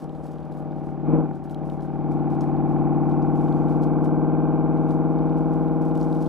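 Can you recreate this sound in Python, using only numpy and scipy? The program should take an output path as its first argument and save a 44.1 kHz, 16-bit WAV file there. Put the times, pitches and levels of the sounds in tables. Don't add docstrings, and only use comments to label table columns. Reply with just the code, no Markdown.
import sys
import numpy as np
from scipy import signal
from scipy.io import wavfile
from scipy.ndimage import uniform_filter1d

SR = 44100
rng = np.random.default_rng(int(sys.argv[2]) if len(sys.argv) > 2 else 0)


def log_audio(samples):
    frames = np.atleast_2d(samples).T
    limited = np.clip(frames, -1, 1)
    pcm = np.round(limited * 32767).astype(np.int16)
    wavfile.write(sys.argv[1], SR, pcm)


def boost(x):
    u = np.asarray(x, float) / 20
    return 10 ** u


N = 276948


def curve(table, column):
    rows = np.array(table)
    return np.interp(np.arange(N) / SR, rows[:, 0], rows[:, column])


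def unit(x):
    return x / np.sqrt(np.mean(x ** 2))


def ring(x, hz, width_hz):
    return signal.lfilter(*signal.iirpeak(hz, hz / width_hz, SR), x)


def ring_twice(x, hz, width_hz):
    return ring(ring(x, hz, width_hz), hz, width_hz)


def edge(x, hz, kind, order=2):
    return signal.sosfilt(signal.butter(order, min(hz, SR / 2.2), kind, fs=SR, output="sos"), x)


def clicks(seconds, sizes):
    place = np.clip(seconds * SR, 0, N)
    whole = place.astype(int)
    part = place - whole
    out = np.bincount(whole, sizes * (1 - part), N + 2)
    return (out + np.bincount(whole + 1, sizes * part, N + 2))[:N]


def walk(rate_hz):
    hold = int(SR / rate_hz)
    steps = np.repeat(rng.standard_normal(N // hold + 1), hold)
    return unit(uniform_filter1d(uniform_filter1d(steps, hold), hold)[:N])


def warmed(x, clock):
    return np.interp(clock, np.arange(N), x)


# (time [s], firing rate [Hz])
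REVS_HZ = [(0.0, 153.78), (0.821, 150.11), (1.016, 147.37), (1.151, 158.35), (1.195, 158.09),
           (1.337, 143.94), (1.511, 149.49), (1.643, 151.15), (1.943, 147.97), (2.086, 150.31),
           (2.353, 146.79), (2.717, 148.58), (2.798, 148.07), (3.45, 150.95), (4.219, 154.17),
           (5.3, 157.63), (6.28, 159.51)]


def firing_hz():
    return curve(REVS_HZ, 1)


# (time [s], exhaust level [dB])
THROTTLE_DB = [(0, -32), (.45, -32), (.7, -28), (1, -28.5), (1.07, -19.5), (1.14, -14.5), (1.21, -18),
               (1.35, -30), (1.42, -32), (1.65, -26), (1.85, -28), (2.1, -21), (2.4, -21), (2.8, -18.5),
               (4.35, -18.5), (5.4, -19.5), (6.15, -20.5), (6.28, -22)]


def exhaust_db():
    return curve(THROTTLE_DB, 1)


SHUT_DB, OPEN_DB = -27, -21


def load():
    return np.clip((exhaust_db() - SHUT_DB) / (OPEN_DB - SHUT_DB), 0, 1)


def steady_load(average_s=.6):
    return uniform_filter1d(load(), int(average_s * SR))


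# (pipe [0/1], blow under load [dB], blow coasting [dB], header delay [ms], header echo [ms])
CYLINDERS = [(1.0, -4.55, 0.74, 0.99, 6.47), (0.0, -1.54, -8.67, 0.35, 5.05),
             (1.0, 4.56, -1.82, 0.71, 5.11), (1.0, -7.56, 7.6, 1.29, 6.18), (0.0, 4.05, 8.1, 0.5, 7.5),
             (1.0, -0.08, -19.97, 1.72, 4.82), (0.0, -2.23, 0.41, -0.18, 5.63),
             (0.0, 7.35, 13.63, 0.6, 6.69)]


def blowdowns(scatter_db=.3, jitter_ms=.008, first_firing=.4546):
    t = np.arange(N) / SR
    turns = np.cumsum(firing_hz()) / SR - first_firing
    firing = np.arange(int(turns[-1]))
    start_s = np.interp(firing, turns, t)
    pull = np.interp(start_s, t, load())
    pipe, load_db, coast_db, delay_ms, echo_ms = np.array(CYLINDERS)[firing % 8].T
    chance = rng.standard_normal((2, len(firing)))
    size = boost(coast_db + pull * (load_db - coast_db) + scatter_db * chance[0])
    cool_lag_ms, hot_lag_ms = -4.89, -5.22
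    lag_ms = cool_lag_ms + pull * (hot_lag_ms - cool_lag_ms)
    arrive_s = start_s + (delay_ms + lag_ms + jitter_ms * chance[1]) / 1000
    echo_coast, echo_load = -.51, -.74
    echo = echo_coast + pull * (echo_load - echo_coast)
    times_s = np.concatenate([arrive_s, arrive_s + echo_ms / 1000])
    return times_s, np.concatenate([size, echo * size]), np.concatenate([pipe, pipe])


def warm_clock():
    warm_per_s, warm_from_s, neutral_s = .0044, 2.6, 3.6
    t = np.arange(N) / SR
    return np.cumsum(1 + warm_per_s * (np.maximum(t, warm_from_s) - neutral_s))


def growl_level_db(settle_samples):
    below_hz = np.minimum(firing_hz() - 152.14, 0)
    rise_db = 1.8 * below_hz + 2.5 * (1 - steady_load())
    return 1 + uniform_filter1d(rise_db, settle_samples)


def bark_level_db(settle_samples):
    level_db = exhaust_db()
    return 1 - 1.74 * np.abs(level_db - uniform_filter1d(level_db, settle_samples))


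# (centre [Hz], width [Hz], signed share in pipe 0, signed share in pipe 1)
PIPES = [(85.0, 20.0, -0.019, 0.02), (86.0, 107.0, -0.052, -0.036), (151.0, 27.0, -1.0, -0.525),
         (162.0, 51.0, 0.8, 0.324), (195.0, 42.0, -0.111, 0.084), (255.0, 60.0, -0.013, -0.167),
         (305.0, 29.0, 0.045, 0.204), (332.0, 19.0, -0.197, -0.23), (385.0, 14.0, -0.047, 0.029),
         (467.0, 55.0, -0.238, -0.158), (474.0, 65.0, 0.208, 0.157), (581.0, 78.0, 0.022, -0.025),
         (611.0, 15.0, -0.025, 0.109), (659.0, 13.0, 0.038, -0.048), (711.0, 43.0, -0.013, -0.056),
         (720.0, 282.0, -0.017, 0.116), (732.0, 46.0, 0.031, 0.02), (780.0, 282.0, 0.002, -0.117),
         (786.0, 35.0, -0.091, 0.35), (791.0, 32.0, 0.054, -0.275), (882.0, 35.0, 0.017, -0.007),
         (903.0, 105.0, 0.013, 0.019), (1004.0, 39.0, 0.011, -0.067), (1010.0, 47.0, -0.004, 0.071),
         (1135.0, 140.0, 0.001, -0.009), (1213.0, 25.0, 0.002, 0.006), (1263.0, 282.0, -0.001, 0.004),
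         (1366.0, 19.0, -0.005, 0.005), (1549.0, 24.0, 0.003, -0.004)]


def engine(flow=.002, settle_s=.21):
    times_s, strength, pipe = blowdowns()
    clock = warm_clock()
    hot_s = np.interp(times_s * SR, np.arange(N), clock) / SR
    rush = np.array([clicks(hot_s, strength * (pipe == k)) for k in range(2)])
    rush = rush + flow * rng.standard_normal((2, N))
    modes = [(hz, ring(a * rush[0] + b * rush[1], hz, width_hz)) for hz, width_hz, a, b in PIPES]
    boom = warmed(sum(mode for hz, mode in modes if hz < 430), clock)
    growl = sum(mode for hz, mode in modes if 430 < hz < 640)
    bark = sum(mode for hz, mode in modes if 640 < hz < 950)
    snarl_db = 2.0 + .49 * (exhaust_db() - OPEN_DB)
    snarl = boost(snarl_db) * sum(mode for hz, mode in modes if hz > 950)
    settle_samples = int(settle_s * SR)
    upper = boost(growl_level_db(settle_samples)) * growl
    upper = upper + boost(bark_level_db(settle_samples)) * (bark + snarl)
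    pipes = edge(boom + warmed(upper, clock), 1700, "low", order=4)
    boom_power = uniform_filter1d(boom ** 2, size=SR // 6)
    return (pipes / np.sqrt(boom_power) + gas(clicks(times_s, strength))) * boost(exhaust_db())


def gas(blows, gas_db=-37, puff_s=.0014):
    fronts = np.maximum(blows, 0)
    noise = rng.standard_normal(N)
    puff = unit(signal.lfilter([1], [1, -np.exp(-1 / (puff_s * SR))], fronts) * noise)
    rasp = puff + .49 * unit(fronts)
    throat = 1.73 * ring_twice(rasp, 1420, 380) + 1.7 * ring_twice(rasp, 1120, 280)
    whistle_db = -.23 * np.maximum(firing_hz() - 152.9, 0)
    whistle = .5 * boost(whistle_db) * ring_twice(noise + .4 * puff, 2350, 500)
    haze = .1 * boost(-.5 * steady_load()) * ring_twice(rasp, 2900, 700)
    return boost(gas_db) * unit(edge(throat, 1400, "low") + whistle + haze)


def coloured(spectrum, lo_hz, count, flicker_db):
    hz, db = np.transpose(spectrum)
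    out = 0
    for centre_hz in lo_hz * 2 ** (np.arange(count) / 3):
        band = ring_twice(rng.standard_normal(N), centre_hz, centre_hz / 3)
        band_db = np.interp(np.log(centre_hz), np.log(hz), db)
        out = out + boost(band_db + flicker_db * walk(6.1)) * band
    return unit(out)


# (frequency [Hz], density [dB per Hz])
ROAD = [(20, -3), (40, 0), (58, 6.5), (90, -6), (160, -5), (320, -1), (500, -11), (800, -10), (1150, -15),
        (1500, -26), (1900, -46), (2400, -35), (3500, -43), (7000, -58)]


def tyre_roar():
    roll_db = -42.5 + .8 * walk(3.5)
    common = boost(roll_db) * coloured(ROAD, 22, count=26, flicker_db=.7)
    apart = boost(-64.5) * coloured(ROAD[4:], 300, count=11, flicker_db=1.)
    return common + apart * np.array([[1], [-1]])


# (frequency [Hz], density [dB per Hz])
HISS = [(1650, -30), (2800, 2), (4010, -20), (5230, -16.5), (6920, -10), (8110, -4), (12900, -10),
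        (15600, -20)]


def wind_hiss(level_db=-87.5):
    return boost(level_db) * coloured(HISS, 2200, count=8, flicker_db=7.5)


# (centre [s], half length [s], rustle [dB])
DRIFTS = [
    (0.402, 0.76, -79.5),
    (1.602, 0.23, -90.5),
    (2.298, 0.41, -83.5),
    (3.552, 0.44, -76),
    (5.301, .5, -76),
    (6.144, .3, -71.5),
]


def rustle_level_db(bare_db=-84.5):
    t = np.arange(N) / SR
    swells = sum(boost(db) * np.exp(-((t - s) / half_s) ** 2) for s, half_s, db in DRIFTS)
    return 20 * np.log10(boost(bare_db) + swells)


# (start [s], length [s], level [dB], brightness above 9 kHz [dB])
LEAVES = [(0, 0.036, -61, -8.5), (0.228, 0.043, -65.5, -7), (0.316, 0.022, -71, -7.5),
          (0.516, 0.021, -70.5, -2.5), (0.566, 0.03, -73.5, -0.5), (0.839, .055, -73.5, -6),
          (1.351, 0.015, -69.5, -5.5), (1.436, .024, -70.5, -2.5), (1.499, 0.023, -65, -3),
          (1.652, .095, -72, -2), (1.806, 0.05, -65.5, -7.5), (2.11, 0.031, -64, -7.5),
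          (2.305, 0.046, -66, -8.5), (2.41, 0.019, -56.5, -7.5), (2.476, 0.018, -67.5, -8),
          (3.092, .035, -67, -17), (2.691, .055, -69.5, -11), (3.355, .2, -69.5, -9),
          (3.562, 0.033, -73.5, -6), (3.692, 0.043, -65, -9.5), (3.822, 0.022, -60, -9),
          (4.041, 0.037, -64, -7), (4.888, 0.059, -64.5, -6), (5.376, 0.019, -69.5, -6),
          (5.529, 0.02, -71.5, -5), (5.943, 0.035, -67, -3), (5.814, .08, -70, -5),
          (5.998, .05, -59.5, -10), (6.109, .06, -64.5, -6.5), (6.207, .07, -63, -8)]


def leaves(rustle_db, gain_db=-1, crush_s=.003, settle_s=.012):
    size_db = np.minimum(3.5 * rng.exponential(1, N), 12)
    grains_per_s = 3000
    grains = (rng.random(N) < grains_per_s / SR) * boost(size_db) * rng.standard_normal(N)
    grains = unit(unit(grains) + .38 * rng.standard_normal((2, N)))
    dull, bright = np.zeros(N), np.zeros(N)
    t = np.arange(N) / SR
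    for s, length_s, db, bright_db in LEAVES:
        near = slice(max(int(s * SR) - SR // 50, 0), int((s + length_s) * SR) + SR // 20)
        age_s = t[near] - s
        attack = np.minimum(age_s, 0) / crush_s
        decay = np.maximum(age_s - length_s, 0) / settle_s
        spray = boost(db + gain_db) * np.exp(attack - decay)
        dull[near] += spray
        bright[near] += boost(bright_db) * spray
    rustle = boost(rustle_db + 2.5 * walk(27))
    patchy = boost(2.2 * walk(150))
    apart = .25 * rng.standard_normal((2, N))
    low = (dull * patchy + rustle) * grains
    body = .9 * ring(low, 3200, 1800) + ring(low, 5200, 2200) + .6 * ring(low, 8300, 2500)
    high = (bright * patchy + .4 * rustle) * (grains + apart)
    air = edge(edge(high, 8500, "high"), 11500, "low")
    return 1.165 * edge(body, 6300, "low") - 2.0 * air


def pebbles(rustle_db, per_s=25, over_db=6, spread_db=5.5):
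    when, size, tone = rng.random((int(per_s * N / SR), 3)).T
    s = (np.arange(len(when)) + when) / per_s
    excess = np.minimum(-np.log(1 - size), 3)
    peak_db = rustle_db[(s * SR).astype(int)] + over_db + spread_db * excess
    return list(zip(s, peak_db, 3000 * 1.3 ** tone))


# (time [s], peak [dB], ring [Hz])
STONES = [(0.0947, -48, 3250), (0.1506, -56, 3460), (0.2798, -56.5, 3790), (0.5233, -53.5, 4120),
          (0.7077, -57, 3010), (1.4968, -47.5, 3270), (1.546, -40, 3250), (1.6999, -43, 3040),
          (1.8085, -53.5, 3350), (2.4092, -42, 5400), (2.5662, -56, 3470), (2.7818, -57.5, 3300),
          (3.114, -50.5, 3070), (3.2258, -53.5, 4970), (3.485, -47.5, 3010), (3.5255, -47.5, 3480),
          (3.685, -49.5, 3080), (3.8339, -45, 3450), (3.8736, -55, 3010), (4.0577, -48, 3030),
          (4.9085, -48, 3880), (5.3866, -54, 3060), (5.955, -45, 2940), (6.013, -41.5, 4490),
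          (6.0295, -44, 5800), (6.128, -45, 4000), (6.1564, -49.5, 3090), (6.26, -47.5, 3400)]


def stones(rustle_db, gain_db=-1.5, ring_s=.0012, crack_s=.00018):
    out = np.zeros(N + SR // 50)
    age_s = np.arange(SR // 50) / SR
    flung = [(s, peak_db + gain_db, hz) for s, peak_db, hz in STONES]
    for s, peak_db, hz in flung + pebbles(rustle_db):
        crack = .8 * np.exp(-age_s / crack_s) * rng.standard_normal(len(age_s))
        overtone_hz = min(1.2 * hz, 14000)
        tone = np.sin(2 * np.pi * hz * age_s) + .76 * np.sin(2 * np.pi * overtone_hz * age_s)
        first = int(s * SR)
        out[first:first + len(age_s)] += boost(peak_db) * (crack + np.exp(-age_s / ring_s) * tone)
    ticks = edge(edge(out[:N], 1800, "high"), 13000, "low")
    return ticks * boost([[.6], [-.6]])


def scene():
    rustle_db = rustle_level_db()
    return engine() + tyre_roar() + wind_hiss() + leaves(rustle_db) + stones(rustle_db)


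def roll_off(x):
    return signal.sosfilt(signal.butter(12, 15740, fs=SR, output="sos"), x)


def record(dry):
    left_hz, right_hz = 45, 215
    above = [1, 2 * np.pi * 40, (2 * np.pi * left_hz) ** 2]
    below = [1, 2 * np.pi * 304, (2 * np.pi * right_hz) ** 2]
    b, a = signal.bilinear(above, below, SR)
    return roll_off(np.array([dry[0], signal.lfilter(b, a, dry[1])]))


dry = scene()
out = record(dry)
log_audio(out)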